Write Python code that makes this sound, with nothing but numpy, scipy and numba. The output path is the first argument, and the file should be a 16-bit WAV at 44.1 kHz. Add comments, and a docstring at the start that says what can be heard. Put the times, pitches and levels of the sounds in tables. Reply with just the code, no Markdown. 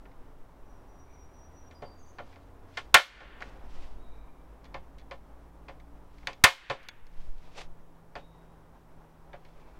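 """A hand staple gun fixes paper to a board lying on a glass garden table, close to the microphone.
The gun knocks on the board, its lever clicks, and twice the spring drives a staple home, overloading the recorder.
Blows are built from decaying sines and decaying bands of noise; paper rustle, traffic and wind are coloured noise.
The yard answers faintly; behind it are whistled small birds, droning far engines and a little wind."""
import sys
import numpy as np
from scipy import signal
from scipy.fft import rfft, irfft, next_fast_len
from scipy.io import wavfile
from numba import njit

SR = 44100
rng = np.random.default_rng(int(sys.argv[2]) if len(sys.argv) > 2 else 0)


def dump_mix(stems):
    """Bounce the given channels to the path in sys.argv[1] as a 16-bit WAV at rate SR."""
    frames = np.atleast_2d(stems).T  # one column per channel
    limited = np.clip(frames, -1, 1)  # hard clip at full scale
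    pcm = np.round(limited * 32767).astype(np.int16)
    wavfile.write(sys.argv[1], SR, pcm)


N = 431738
T = np.arange(N) / SR
RING_T = T[:SR // 3]
TAIL_T = T[:SR * 3 // 2]

# All levels below are set before the mix and the recorder. Levels in a colour or mode table are relative.
# Distant traffic over time. Each row: time in seconds, level in dB before a shared lift.
TRAFFIC_LEVEL = [(0, -58.5), (2.7, -59), (3.3, -55), (4.4, -59), (6.6, -60), (6.95, -64.5), (7.5, -61),
                 (9.79, -59)]
# Colour of the traffic noise. Each row: frequency in Hz, level in dB per Hz.
TRAFFIC_COLOUR = [(24, -27.5), (40, 4), (61, -6.5), (132, -16), (162, -13), (188, -16), (273, -13.5),
                  (535, -17), (949, -17.5), (2770, -39), (3840, -43), (4460, -48.5), (5860, -45.5),
                  (6320, -51.5), (15500, -55.5)]
# Gliding tones of far engines. Each row: start and end in seconds, start and end pitch in Hz, level in dB.
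DRONES = [(1.0, 2.9, 71, 92, -59), (2.9, 6.35, 53, 56.5, -54.5), (3.6, 6.4, 159, 169, -67),
          (7.1, 9.9, 167, 160, -63.5), (0, 9.7, 120, 114, -70), (3.5, 6.4, 264, 286, -68),
          (0, 2.9, 268, 284, -70)]
DRONE_FADE_S = .4
# Colour of wind on the microphone. Each row: frequency in Hz, level in dB per Hz.
WIND_COLOUR = [(8, 4.5), (18, 1), (35, -16), (70, -27), (150, -39), (400, -72)]
# Gusts on top of the breeze. Each row: time of the peak in seconds, half length in seconds, level in dB.
GUSTS = [(.4, 0.35, -54.5), (3.774, 0.13, -36), (4.02, 0.24, -42), (7.06, 0.11, -44), (7.294, 0.11, -30.5),
         (7.698, 0.19, -43)]
BREEZE_DB, BREEZE_SWING_DB, BREEZE_PER_S = -52.5, 3, 1.4

# The song's closing notes and other birds' calls. Each row: start in seconds, length in seconds,
# start pitch in Hz, end pitch in Hz, level in dB, buzz depth in Hz (from lowest to highest).
WHISTLES = [(1.057, 0.059, 2260, 2337, -76.5, 252), (1.068, 0.12, 3640, 3820, -87.5, 300),
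            (1.746, 0.05, 4960, 4730, -70, 30), (1.839, 0.079, 4730, 4610, -70, 30),
            (1.966, .16, 6530, 6380, -70, 400), (3.98, 0.18, 3720, 3835, -74, 130),
            (4.043, 0.22, 2320, 2300, -80, 120), (8.167, 0.11, 3740, 3790, -68, 90),
            (9.55, 0.11, 2280, 2337, -76.5, 220)]
# Two thin notes that a small bird repeats. Each row: delay in seconds, length in seconds,
# start pitch in Hz, end pitch in Hz, level in dB against the song, buzz depth in Hz (from lowest to highest).
SONG_PAIR = [(0, 0.08, 5850, 5810, -0.5, 40), (0.075, 0.094, 5700, 5780, 1, 70)]
SONG_START_S, SONG_PERIOD_S, SONG_PAIRS = .655, .222, 5
SONG_DB, SONG_RISE_DB, SONG_SWELL_S = -70, 12, .22

# The yard's echo. Each row: frequency in Hz, level in dB per Hz, time to fade by 60 dB in seconds.
YARD = [(100, -18, .5), (500, -12, .8), (1510, 0.5, 1.4), (3020, -1.5, 1.1), (5960, -10, 0.6),
        (10000, -17.5, .55), (15500, -28, .3)]
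# Colour of rubbed paper. Each row: frequency in Hz, level in dB per Hz.
PAPER_COLOUR = [(200, -8), (600, 6.5), (1200, -2), (2500, 0), (5500, -8), (8500, -18.5), (12000, -29),
                (16000, -42)]
# Gun and hand slide over the paper. Each row: time of the peak, swell and fade in seconds, level in dB.
STROKES = [(2.29, .12, 0.14, -69.5), (2.75, 0.052, 0.12, -63), (3.46, 0.038, 0.088, -62),
           (3.8, .12, .12, -59.5), (6.2, .09, 0.16, -69), (7.2, 0.077, .14, -66.5),
           (7.5, 0.14, 0.104, -66.5), (7.595, 0.037, 0.04, -46), (9.52, 0.12, 0.34, -74)]
GRIP_DB = -83  # the hand's faint rustle, always there

# Weak modes of the gun's steel frame. Each row: frequency in Hz, level in dB per Hz,
# time to fade by 60 dB in seconds before the ring length factor.
FRAME_BODY = [(200, -22.5, 0.017), (910, -13.5, 0.014), (1600, -3.5, 0.035), (2347, 2, 0.066),
              (2670, -7, .035), (4300, -5.5, 0.037), (5500, -12.5, .03), (6550, -16, 0.018),
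              (8060, -23, 0.014), (10300, -23.5, 0.01), (15500, -30.5, 0.021)]
# The frame's clearest modes. Each row: frequency in Hz, time to fade by 60 dB in seconds
# before the ring length factor, level in dB.
FRAME_MODES = [(2150, .04, -14), (2480, .04, -15), (3420, .14, -17), (4450, .05, -19), (6550, .09, -25)]
# Clear modes of board and table. Each row: frequency in Hz, time to fade by 60 dB in seconds
# before the ring length factor, level in dB when struck at the first, second and third spot.
BOARD_MODES = [(131, 0.13, -21.5, -16.5, -19), (265, 0.057, -26, -20.5, -20), (380, 0.081, -15, -19, -14),
               (426, 0.11, -13.5, -14, -22), (540, .18, -11, -7, -11), (587, .16, -8, -14, -11),
               (716, .14, -3, -4, -5), (795, .13, -5, -4, -9), (872, .14, -6, -5, -10),
               (1010, .12, -9, 1, -12), (1087, .125, 0, 0, -10), (1156, .14, -7, -8, -11),
               (1331, .13, -4, -10, -11), (1389, .13, 2, -11, -11), (1458, .12, 0, -3, -10),
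               (1497, .12, -5, -14, -12), (1632, .14, -12, -9, -10), (1745, .12, -4, -6, -11),
               (1792, .12, 2, 2, -9), (2103, .125, -1, -2, -11), (2160, 0.21, -10, -8, -45),
               (2313, 0.11, -6.5, -2, -19), (2375, 0.12, -8, -8.5, -56), (2570, 0.14, -10, -6, -21),
               (3027, 0.17, -14.5, -12.5, -18), (3105, 0.14, -6.5, -11.5, -32),
               (3530, 0.11, -11.5, -8.5, -22), (4570, 0.11, -18.5, -10, -11)]
# The board's crowd of weaker modes. Each row: frequency in Hz, level in dB per Hz,
# time to fade by 60 dB in seconds before the ring length factor.
BOARD_BODY = [(50, -19, 0.11), (120, -13, 0.068), (200.2, -24, 0.17), (540, -0.5, 0.13), (1010, -3.5, 0.16),
              (1963, 1.5, .13), (3460, -8, 0.2), (5670, -18.5, 0.205), (9500, -27, 0.19),
              (15500, -32, 0.24)]
# Times in seconds at which the gun moves on to the next spot along the edge.
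MOVE_TIMES = [3.6, 7.2]

# Latch, lever and loose steel parts click. Each row: start in seconds, level in dB,
# bass tint in dB, treble tint in dB, ring length factor.
CLICKS = [(0.115, -61, 0, -4, 1.1), (2.326, -54.5, 0, -11, 3.1), (2.7396, -58.5, 3, -0.5, 0.73),
          (2.7716, -30, -2.5, -4, 0.93), (3.4198, -46.5, -2, 2, 1.4), (3.423, -26.5, 8, -26, .7),
          (4.6431, -59, -5, 6, 1.4), (4.653, -56, 0, 2, 1.9), (4.9835, -57.5, -1, 8, 1.2),
          (4.996, -57, 0, 1, 1.5), (5.013, -58, 0, -5, 1.2), (5.7992, -54.5, 1, -2.5, 1.04),
          (6.1827, -59, -4, 5, 0.86), (6.2717, -21.5, -3.5, 2, 0.45), (6.3312, -48.5, 13.5, 5, 0.91),
          (6.83, -63.5, 1.5, 9.5, 2.07), (6.8863, -42, -13, 12.5, 0.65), (6.8894, -29, 4.5, -24, 0.65),
          (7.0675, -65.5, -3, 17.5, 0.55), (7.381, -66, 0, 14, 0.55), (9.4496, -55.5, 0, -3, 1.75),
          (9.485, -68.5, 0, 3, 1.5)]
# The gun's nose and lever knock the board. 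Each row: start in seconds, level in dB,
# bass tint in dB, treble tint in dB, ring length factor.
KNOCKS = [(0.055, -47.5, -2, -19, 0.36), (1.7106, -53.5, -5, 3, .7), (1.8215, -47.5, 25, 0.5, 0.98),
          (2.1850, -38.5, 16, -8, 0.86), (2.3588, -54, 18, -3, .5), (2.7728, -29, 5, 2, 0.74),
          (3.205, -42, 13, -3.5, 1.12), (3.4057, -44, 11, -1.5, 1.15), (4.7428, -36, 14.5, -5, 0.82),
          (4.838, -66, 18, -6, .7), (5.1109, -38.5, 13.5, -2, 0.81), (5.684, -43, 15.5, -2.5, 0.85),
          (6.2305, -49, 5.5, -18, 0.27), (6.2715, -34.5, 7.5, 1.5, 1.1), (6.6989, -22, 13, -2.5, 0.85),
          (8.1539, -35.5, 14, -4, 0.93), (9.3315, -41.5, 14, -11.5, 0.92)]
# The driver hits the staple. Each row: start in seconds, level in dB, bass tint in dB, treble tint in dB,
# steel crack level in dB, ring length factor, yard tail level in dB.
SHOTS = [(2.9430, 10, -2.5, -2, -1, .97, -37), (6.4395, 4.5, -3, 0, 1.5, .97, -38.5)]
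# The driver's bare crack with the thump of the recoil. Each row: frequency in Hz, level in dB per Hz,
# time to fade by 60 dB in seconds.
CRACK = [(40, -6.5, .12), (110.54, -9.5, .1), (190, -31, 0.044), (1000, -3.5, 0.19), (2180, 1, 0.038),
         (4638, -4, 0.05), (9000, -12.5, 0.071), (15500, -20.5, 0.04)]

# The recorder
HISS_DB, CEILING, CLIP_ORDER, TOP_HZ = -77.5, .5, 4, 15750  # the hiss is set before the gain control
KNEE_DB, ATTACK_S, RELEASE_S, SQUEEZE = -33, .07, .125, .62


def undb(db):
    """Turn decibels into gain."""
    return 10 ** (np.asarray(db) / 20)


def unit(x):
    """Scale to rms 1."""
    return x / np.sqrt(np.mean(x ** 2))


def curve(rows):
    """Read every column of a time table at each sample."""
    s, *columns = np.transpose(rows)
    return [np.interp(T, s, c) for c in columns]


def along(hz, points, values):
    """Read values between points on a log-frequency axis."""
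    return np.interp(np.log(np.maximum(hz, 1)), np.log(points), values)


def add(out, s, x):
    """Mix x into out from time s on."""
    i = max(int(s * SR), 0)
    out[i:i + len(x)] += x[:len(out) - i]


def walk(rate):
    """Random drift: straight lines between random points, rate points a second."""
    steps = rng.standard_normal(4096)
    return np.interp(T * rate, np.arange(len(steps)), steps)


def noise(colour):
    """Steady noise of a given colour, rms 1."""
    size = next_fast_len(N)
    hz = np.fft.rfftfreq(size, 1 / SR)
    gain = undb(along(hz, *np.transpose(colour)[:2]))
    bins = rfft(rng.standard_normal(size)) * gain
    return unit(irfft(bins, size)[:N])


def tint(hz, bass_db, treble_db, deep=1.4, top=1.6):
    """How a contact shares its force: soft ones favour the bass, hard ones the treble."""
    points = [250, 550, 1600, 6000, 14000]
    return undb(along(hz, points, [deep * bass_db, bass_db, 0, treble_db, top * treble_db]))


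def dense_ring(body, t, bass_db=0, treble_db=0, count=26):
    """Crowds of overlapping modes: bands of noise, each dying at its own rate."""
    points, db, t60 = np.transpose(body)
    hz = np.fft.rfftfreq(len(t), 1 / SR)
    gain = unit(undb(along(hz, points, db))) * tint(hz, bass_db, treble_db)
    bins = rfft(rng.standard_normal(len(t))) * gain
    edges = np.geomspace(40, SR / 2, count)[:, None]
    low, high = edges[:-1], edges[1:]
    bands = irfft(bins * ((hz >= low) & (hz < high)), len(t))
    centres = np.sqrt(low * high)
    life = along(centres, points, t60)
    return bands * np.exp(-np.log(1000) * t / life), centres  # 60 dB is a factor of 1000


def clear_ring(hz, t60, gain, detune=.001):
    """Single modes as decaying sines, one row each, slightly and randomly detuned."""
    slip, phase = rng.standard_normal((2, len(hz), 1))
    turns = hz[:, None] * (1 + detune * slip) * RING_T + phase
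    decay = np.exp(-np.log(1000) * RING_T / t60[:, None])
    return gain[:, None] * np.sin(2 * np.pi * turns) * decay


def traffic(lift_db=4, flutter_db=1.0):
    """Distant traffic blurs into coloured noise whose level drifts and flutters."""
    level_db = curve(TRAFFIC_LEVEL)[0] + lift_db + flutter_db * walk(25)
    return noise(TRAFFIC_COLOUR) * undb(level_db)


def engines(wobble=0.0051, sway_db=2):
    """Each far drone fades in, glides with the engine's speed and fades out."""
    out = np.zeros(N)
    for start, end, start_hz, end_hz, db in DRONES:
        glide = np.interp(T, [start, end], [start_hz, end_hz])
        hz = glide * (1 + wobble * walk(2.4))
        fade = np.clip(np.minimum(T - start, end - T) / DRONE_FADE_S + .5, 0, 1)
        tone = np.sqrt(2) * np.sin(2 * np.pi * np.cumsum(hz) / SR)  # rms 1
        out += fade * undb(db + sway_db * walk(8.9)) * tone
    return out


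def wind():
    """Wind buffets the microphone as deep noise: a drifting light breeze with a few gusts."""
    breeze = undb(BREEZE_DB + BREEZE_SWING_DB * walk(BREEZE_PER_S))
    gusts = sum(undb(db) * np.exp(-((T - s) / width) ** 2) for s, width, db in GUSTS)
    return noise(WIND_COLOUR) * (breeze + gusts)


def song_notes():
    """The pair of notes repeats evenly and swells towards full voice."""
    notes = []
    for s in SONG_PERIOD_S * np.arange(SONG_PAIRS):
        voice_db = SONG_DB - SONG_RISE_DB * np.exp(-s / SONG_SWELL_S)
        for delay, length, start_hz, end_hz, db, depth_hz in SONG_PAIR:
            notes.append((SONG_START_S + s + delay, length, start_hz, end_hz, voice_db + db, depth_hz))
    return notes


def birds(buzz_hz=115, waver=1.5, flutter_db=4.5):
    """Thin, fluttering whistles: gliding sines that buzz and waver in pitch, the hoarse ones most."""
    out = np.zeros(N)
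    drift = waver * walk(110)
    flutter = undb(flutter_db * walk(50))
    for s, length, start_hz, end_hz, db, depth_hz in song_notes() + WHISTLES:
        u = np.linspace(0, 1, int(length * SR))  # from start to end of the note
        i = int(s * SR)
        buzz = np.sin(2 * np.pi * buzz_hz * T[:len(u)])
        glide = start_hz + (end_hz - start_hz) * u
        hz = glide + depth_hz * (buzz + drift[i:i + len(u)]) / 2
        swell = np.sqrt(2 * np.abs(np.sin(np.pi * u)))
        add(out, s, undb(db) * swell * np.sin(2 * np.pi * np.cumsum(hz) / SR))
    return out * flutter


def yard_tail(build_s=.015):
    """Fences and trees scatter a bang into a thin, long tail."""
    return dense_ring(YARD, TAIL_T)[0].sum(axis=0) * (1 - np.exp(-TAIL_T / build_s))


def sliding(grain_db=2):
    """Paper fibres catch and let go under the gun as grainy noise; each stroke swells and fades."""
    level = undb(GRIP_DB)
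    for s, swell, fade, db in STROKES:
        width = np.where(T < s, swell, fade)
        level = level + undb(db) * np.exp(-((T - s) / width) ** 2)
    return noise(PAPER_COLOUR) * level * undb(grain_db * walk(81))


def frame(bass_db, treble_db, length, contact_s=0.00024):
    """Steel meets steel inside the gun; the hand damps the ring quickly."""
    hz, t60, db = np.transpose(FRAME_MODES)
    bands, _ = dense_ring(np.array(FRAME_BODY) * [1, 1, length], RING_T, bass_db, treble_db)
    modes = clear_ring(hz, t60 * length, undb(db) * tint(hz, bass_db, treble_db))
    return (bands.sum(axis=0) + modes.sum(axis=0)) * (1 - np.exp(-RING_T / contact_s))


def board(s, bass_db, treble_db, length, modes_db=-8, body_db=-5, build_cycles=5, build_max_s=0.011):
    """One blow on the board; bending waves are slower in the bass, so low modes build up later."""
    hz, t60, *spots = np.transpose(BOARD_MODES)
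    spot_db = spots[np.searchsorted(MOVE_TIMES, s)]
    modes = clear_ring(hz, t60 * length, undb(spot_db + modes_db) * tint(hz, bass_db, treble_db))
    bands, centres = dense_ring(np.array(BOARD_BODY) * [1, 1, length], RING_T, bass_db, treble_db)
    rings = np.vstack([modes, undb(body_db) * bands])
    build_s = np.minimum(build_cycles / np.vstack([hz[:, None], centres]), build_max_s)
    return np.sum(rings * (1 - np.exp(-RING_T / build_s)), axis=0)


def clicks():
    """Small steel parts strike the frame, which rings alone."""
    out = np.zeros(N)
    for s, db, bass_db, treble_db, length in CLICKS:
        add(out, s, undb(db) * frame(bass_db, treble_db, length))
    return out


def knocks(contact_db=-1, contact_length=0.53, paper_hz=7500):
    """The gun bumps the board, so both ring; the paper between them takes off the top."""
    out = np.zeros(N)
    cushion = signal.butter(2, paper_hz, fs=SR, output="sos")
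    for s, db, bass_db, treble_db, length in KNOCKS:
        steel = undb(contact_db) * frame(bass_db, treble_db, contact_length)
        knock = board(s, bass_db, treble_db, length) + steel
        add(out, s, undb(db) * signal.sosfilt(cushion, knock))
    return out


def shots(release_lead_s=0.001192, release_db=-17, frame_db=-9):
    """The spring trips, and a moment later the driver lands and makes board and frame ring."""
    out = np.zeros(N)
    for s, db, bass_db, treble_db, _, length, _ in SHOTS:
        add(out, s - release_lead_s, undb(release_db) * frame(0, 0, 0.74))
        blow = board(s, bass_db, treble_db, length) + undb(frame_db) * frame(0, 0, 1.0)
        add(out, s, undb(db) * blow)
    return out


def cracks(delay_s=0.00027):
    """The driver lands on the staple: a very loud, toneless crack that carries round the yard."""
    out = np.zeros(N)
    for s, _, _, _, crack_db, _, tail_db in SHOTS:
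        add(out, s + delay_s, undb(crack_db) * dense_ring(CRACK, RING_T)[0].sum(axis=0))
        add(out, s, undb(tail_db) * yard_tail())
    return out


def scene(gun_wet_db=-50, bird_wet_db=-3, bird_dry_db=-1):
    """The gun is close and dry; the birds are far off and wrapped in echo."""
    outdoors = traffic() + engines() + wind()
    song = birds()
    gun = sliding() + clicks() + knocks() + shots()
    tail = yard_tail()
    send = undb(gun_wet_db) * gun + undb(bird_wet_db) * song
    echo = signal.fftconvolve(send, tail / np.linalg.norm(tail))[:N]
    return (outdoors + undb(bird_dry_db) * song + echo + gun + cracks())[None]


@njit
def follow(x, attack, release):
    """Envelope that chases the sound at one speed upwards and another downwards."""
    out, e = np.empty(len(x)), 0.
    for i in range(len(x)):
        e += (x[i] - e) * (attack if x[i] > e else release)
        out[i] = e
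    return out


def record(dry, mic_hz=11500):
    """The microphone dulls the top; gain control ducks too late to keep a shot's first cycles from flattening."""
    x = signal.sosfilt(signal.butter(2, mic_hz, fs=SR, output="sos"), dry)
    envelope = follow(np.abs(x[0]), 1 / (ATTACK_S * SR), 1 / (RELEASE_S * SR))
    duck = np.maximum(envelope / undb(KNEE_DB), 1) ** -SQUEEZE
    x = (x + undb(HISS_DB) * rng.standard_normal(N)) * duck
    clipped = x / (1 + (x / CEILING) ** CLIP_ORDER) ** (1 / CLIP_ORDER)  # rounded overload
    return signal.sosfilt(signal.ellip(8, .2, 70, TOP_HZ, fs=SR, output="sos"), clipped)


dry = scene()
out = record(dry)
dump_mix(out)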